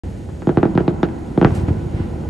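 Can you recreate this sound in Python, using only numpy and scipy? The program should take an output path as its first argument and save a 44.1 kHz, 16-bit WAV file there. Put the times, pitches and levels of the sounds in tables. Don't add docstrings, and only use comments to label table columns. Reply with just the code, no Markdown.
import sys
import numpy as np
from scipy import signal
from scipy.fft import rfft, irfft, next_fast_len
from scipy.io import wavfile

SR = 44100
rng = np.random.default_rng(int(sys.argv[2]) if len(sys.argv) > 2 else 0)


def transcribe(signal):
    frames = np.atleast_2d(signal).T
    limited = np.clip(frames, -1, 1)
    pcm = np.round(limited * 32767).astype(np.int16)
    wavfile.write(sys.argv[1], SR, pcm)


def field_ratio(decibels):
    return 10 ** (np.asarray(decibels, dtype=float) / 20)


N = 101165
TIME = np.arange(N) / SR
SIZE = next_fast_len(2 * N)
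JW = 2j * np.pi * np.maximum(np.arange(SIZE // 2 + 1), 1e-3) * SR / SIZE
RIGHT_LAG_MS, RIGHT_DB = 0.025, 0.97


def at_hz(points, hz):
    table_hz, level_db = np.transpose(points)[:2]
    return np.interp(np.log(hz), np.log(table_hz), level_db, left=-60, right=-60)


def in_time(rows):
    time_s, level_db = np.transpose(rows)
    return field_ratio(np.interp(TIME, time_s, level_db))


def drift(rate):
    r = np.exp(-80 * np.pi * rate / SR)
    noise = rng.standard_normal(N // 40 + 2002)
    slow = signal.lfilter([1], [1, -2 * r, r * r], noise)[2000:]
    return np.interp(np.arange(N) / 40, np.arange(len(slow)), slow / slow.std())


def band(x, low, high):
    return signal.sosfilt(signal.butter(2, [low, high], "band", fs=SR, output="sos"), x)


def peak(hz, width_hz, db):
    tone, wide = 2 * np.pi * hz, 2 * np.pi * width_hz
    return 1 + field_ratio(db) * wide * JW / (JW ** 2 + wide * JW + tone ** 2)


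# pitch_hz, likeness (0 to 1)
LIKENESS = [(60, .985), (140, .93), (310, .7), (500, .2), (1100, .1), (2400, .7), (5500, .5), (10000, .05)]


def banded_noise(spectrum, patchy_db, rate):
    out, together = 0, drift(rate)
    edges = 24 * 2 ** np.arange(0, 9.6, .5)
    white = rng.standard_normal((2, 2, N + 8000))
    like_hz, likeness = np.transpose(LIKENESS)
    for k, (low, high) in enumerate(zip(edges, edges[1:])):
        hz = np.sqrt(low * high)
        if spectrum[0][0] <= hz <= spectrum[-1][0]:
            mid, side = band(white[k % 2], low, high)[:, -N:]
            alike = np.clip(np.interp(np.log(hz), np.log(like_hz), likeness), 0, 1)
            flicker_db = patchy_db * (.7 * together + .7 * drift(rate))
            gain = field_ratio(at_hz(spectrum, hz) + flicker_db)
            out = out + gain * (np.sqrt(1 + alike) * mid + np.sqrt(1 - alike) * side * [[1], [-1]])
    return out / out.std() * field_ratio([[-RIGHT_DB / 2], [RIGHT_DB / 2]])


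# lag_ms, left_share, right_share
NEAR = [
    (1.72, -.38, -.43),
    (6.04, .24, .34),
]


def near_reflections():
    bounces = sum(np.outer([left, right], np.exp(-JW * ms / 1000)) for ms, left, right in NEAR)
    dull = 1 + JW / (2 * np.pi * 2500)
    return (1 + bounces / dull) * peak(343, width_hz=70, db=-6)


def direct_path():
    right = field_ratio(RIGHT_DB) * np.exp(-JW * RIGHT_LAG_MS / 1000)
    return near_reflections() * [np.ones_like(JW), right]


def through_recorder(spectrum):
    splitter_hz, mic_low_hz = [155, 294, 813, 3391, 3265], 125
    low = 2 * np.pi * mic_low_hz
    chain = JW ** 2 / (JW ** 2 + np.sqrt(2) * low * JW + low ** 2)
    for w in 2 * np.pi * np.array(splitter_hz):
        bend = np.sqrt(2) * w * JW
        chain = chain * (JW ** 2 - bend + w ** 2) / (JW ** 2 + bend + w ** 2)
    return irfft(spectrum * chain, SIZE)[:, :N]


# time_s, level_db
ROLL = [(.04, -28), (.5, -30), (.75, -29), (1.4, -30), (1.5, -25), (1.6, -24.5), (1.85, -25.5),
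        (2.05, -25.5), (2.29, -26.5)]
# pitch_hz, level_db (per Hz)
ROLL_COLOUR = [(15, -48), (25, -18), (66, 5.5), (85, 5.5), (160, -3.5), (200, -1), (314, -24.5), (500, -9),
               (650, -71), (1100, -120)]


def rolling_rumble():
    return in_time(ROLL) * banded_noise(ROLL_COLOUR, patchy_db=1.0, rate=12)


# time_s, level_db
WASH = [(0.04, -32), (0.1, -38.5), (0.41, -40), (0.5, -33), (0.64, -28.5), (0.72, -28), (1.15, -30),
        (1.37, -33), (1.57, -26.5), (1.8, -31.5), (2.29, -32.5)]
# pitch_hz, level_db (per Hz)
WASH_COLOUR = [(88, -25.5), (150, 2), (357, -6), (418, -7), (548, -19.5), (659, -11.5), (888, -15.5),
               (968, -19), (4500, -49.5), (5850, -89), (9900, -120)]


def echo_wash():
    wash = in_time(WASH) * banded_noise(WASH_COLOUR, patchy_db=0.14, rate=23)
    return irfft(rfft(wash, SIZE) * near_reflections(), SIZE)[:, :N]


# time_s, level_db
NIGHT_LEVEL = [(.06, -52.5), (.5, -54.5), (1.0, -58), (1.5, -50.5), (1.7, -51), (2.29, -52.5)]
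# pitch_hz, level_db (per Hz)
NIGHT_COLOUR = [(1470, -4), (2500, -11), (5530, -18), (6800, -16), (9210, -30), (10100, -14.5),
                (11200, -29), (12000, -21), (13000, -49)]


def night_hiss():
    return in_time(NIGHT_LEVEL) * banded_noise(NIGHT_COLOUR, patchy_db=.4, rate=8)


def insects():
    pitch_hz, width_hz, level_db, throb_db = 6750, 450, -68, 2.2
    song = band(rng.standard_normal(N), pitch_hz - width_hz / 2, pitch_hz + width_hz / 2)
    return field_ratio(level_db + throb_db * drift(11)) * song / song.std()


def blasts(rows):
    push_gain_db, air_cut_hz = 11.5, 6500
    out = 0
    for start_s, level_db, length_ms, rise_ms in rows:
        push = JW * abs(length_ms) / 1000
        rise = JW * abs(rise_ms) / 1000
        pulse = SR * push ** 2 / JW / (1 + push) ** 2 / (1 + rise) ** 2
        out = out + field_ratio(level_db + push_gain_db) * pulse * np.exp(-JW * start_s)
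    return out / (1 + JW / (2 * np.pi * air_cut_hz)) ** 2


# pitch_hz, level_db, t60_s (time to fade by 60 dB)
SCATTER = [(93, -17, 1), (166.7, -11, 0.41), (333, -8.5, 0.24), (697, -13, .35), (1353, -8.5, 0.1),
           (3020, -13, 0.23), (6020, -14, 0.75)]


def town_scatter():
    build_s, lump_db = .003, 1.5
    early_db, early_t60_s = 8, 0.12
    out = 0
    mid, side = rng.standard_normal((2, N))
    lumps = field_ratio(lump_db * drift(63)) * (1 - np.exp(-TIME / build_s)) ** 2
    early = field_ratio(early_db - 60 * TIME / early_t60_s)
    for hz, level_db, t60_s in SCATTER:
        wide = min(hz / 900, .6)
        ears = band(np.array([mid + wide * side, mid - wide * side]), hz / np.sqrt(2), hz * np.sqrt(2))
        out = out + field_ratio(level_db - 24) * (field_ratio(-60 * TIME / t60_s) + early) * ears
    return out * lumps


# start_s, level_db (peak), length_ms (push), rise_ms (front)
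POPS = [(0.289, -23.5, 0.37, 0.2), (0.4202, -24.5, 0.79, 0.08), (0.5169, -18, .9, 0.4),
        (0.9398, -11, 0.33, 0.46), (1.0875, -25, 0.32, 0.075), (1.47, -20, 2.9, .15),
        (1.5063, -22.5, 0.54, 0.073), (1.6839, -16, 1.2, 0.16), (1.747, -17.5, 1.7, 0.56),
        (1.899, -21, 1.3, 0.95), (2.1544, -32, 0.3, 0.11), (2.2365, -28, 0.31, 0.12)]
# start_s, level_db (peak), length_ms (push), rise_ms (front), crack_db (ragged front)
BURSTS = [(0.471, -1.5, 1.08, 0.34, -30), (0.4915, -4.5, .9, 0.2, -30), (0.5718, -3.5, 2.3, 0.15, -35),
          (0.5836, -12.5, 1.1, 0.33, -32), (.6298, -2, 1.02, 0.15, -31), (0.6534, -4, 1.16, 0.26, -32.5),
          (.7520, 0, 1.02, 0.67, -32.5), (0.7762, -6, 2.4, 0.092, -42), (.8050, -3.5, 0.71, 0.39, -32),
          (0.8786, -0.5, 0.78, 0.27, -22.5), (1.0302, -4.5, 1.17, 0.12, -17.5),
          (1.3757, 4, 0.72, 0.44, -29.5), (1.4139, -6, 1.8, 0.1, -33), (1.4261, -2, 0.89, 0.23, -26.5),
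          (1.4467, -1, 12, 0.074, -30)]


def shells():
    rows = [row[:4] for row in BURSTS] + POPS
    out = 0
    for k in range(3):
        out = out + blasts(rows[k::3]) * (direct_path() + rfft(town_scatter(), SIZE))
    return through_recorder(out)


def cracks():
    crack_s, tail_s, tail_db = .0012, 0.015, -10.5
    low_hz, high_hz = 900, 4000
    out, t = np.zeros((2, N)), np.arange(SR // 10) / SR
    shape = np.exp(-t / crack_s) + field_ratio(tail_db) * np.exp(-t / tail_s)
    for start_s, _, _, _, crack_db in BURSTS:
        mid, side = rng.standard_normal((2, len(t)))
        start = int(start_s * SR)
        out[:, start:start + len(t)] += field_ratio(crack_db + 4) * shape * (mid + .3 * side * [[1], [-1]])
    bright = band(band(out + 1e-18, low_hz, high_hz), low_hz, high_hz)
    return through_recorder(rfft(bright, SIZE))


# time_s, level_db
RUSTLE = [(1.45, -61.5), (1.54, -53), (1.55, -42), (1.58, -47.5), (1.63, -56), (1.75, -121)]
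# pitch_hz, level_db (per Hz)
RUSTLE_COLOUR = [(2350, -44), (4000, -15), (4680, -19), (8060, -17), (10200, -16.5), (11200, -28),
                 (13000, -25)]


def rustle():
    return in_time(RUSTLE) * banded_noise(RUSTLE_COLOUR, patchy_db=1.5, rate=83)


# middle_s, level_db, half_width_s
SWELLS = [
    (1.56, -41, 0.055),
    (1.687, -39, 0.015),
    (2.0, -43, 0.059),
]


def swells():
    shape = sum(field_ratio(db) * np.exp(-((TIME - s) / width) ** 2) for s, db, width in SWELLS)
    air = band(rng.standard_normal((2, N)), 600, 2407)
    return shape * air / air.std()


# start_s, level_db (peak), length_ms (push), rise_ms (front)
HILL_SLAPS = [
    (1.512, -11, 5.8, 1.1),
    (1.546, -13, 6.1, 1.5),
    (1.572, -5.5, 3.0, 2.1),
    (1.629, -9, 4.9, 1.7),
    (1.679, -14, 6, 0.63),
    (1.703, -10.5, 7.1, 0.7),
    (1.764, -9, 2.5, 2.1),
    (1.856, -6, 4.1, 3),
    (1.937, -3.5, 9, 2.7),
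    (1.999, -15, 7.5, 0.57),
]


def hill_slaps():
    valley = peak(83, width_hz=22, db=14)
    return through_recorder(blasts(HILL_SLAPS) * valley * direct_path())


def scene():
    background = rolling_rumble() + echo_wash() + night_hiss() + insects()
    fireworks = shells() + cracks() + swells() + hill_slaps()
    return background + fireworks + rustle()


def lose_band_and_top(part, gap_hz, cut_hz):
    part = signal.sosfilt(signal.cheby2(5, 30, gap_hz, "bandstop", fs=SR, output="sos"), part)
    return signal.sosfilt(signal.cheby2(12, 50, cut_hz * 1.03, fs=SR, output="sos"), part)


def low_pass(x):
    return signal.sosfilt(signal.butter(12, 13190, fs=SR, output="sos"), x)


def record(dry):
    top, start_s, tick_db = .97, .0354, -42
    x = top * np.tanh(dry / top)
    centre = lose_band_and_top((x[0] + x[1]) / 2, [9800, 10650], 12040)
    width = lose_band_and_top((x[0] - x[1]) / 2, [5000, 9000], 11500)
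    x = np.array([centre + width, centre - width]) * (np.arange(N) >= start_s * SR)
    x[:, int(start_s * SR)] += field_ratio(tick_db)
    return low_pass(x)


dry = scene()
out = record(dry)
transcribe(out)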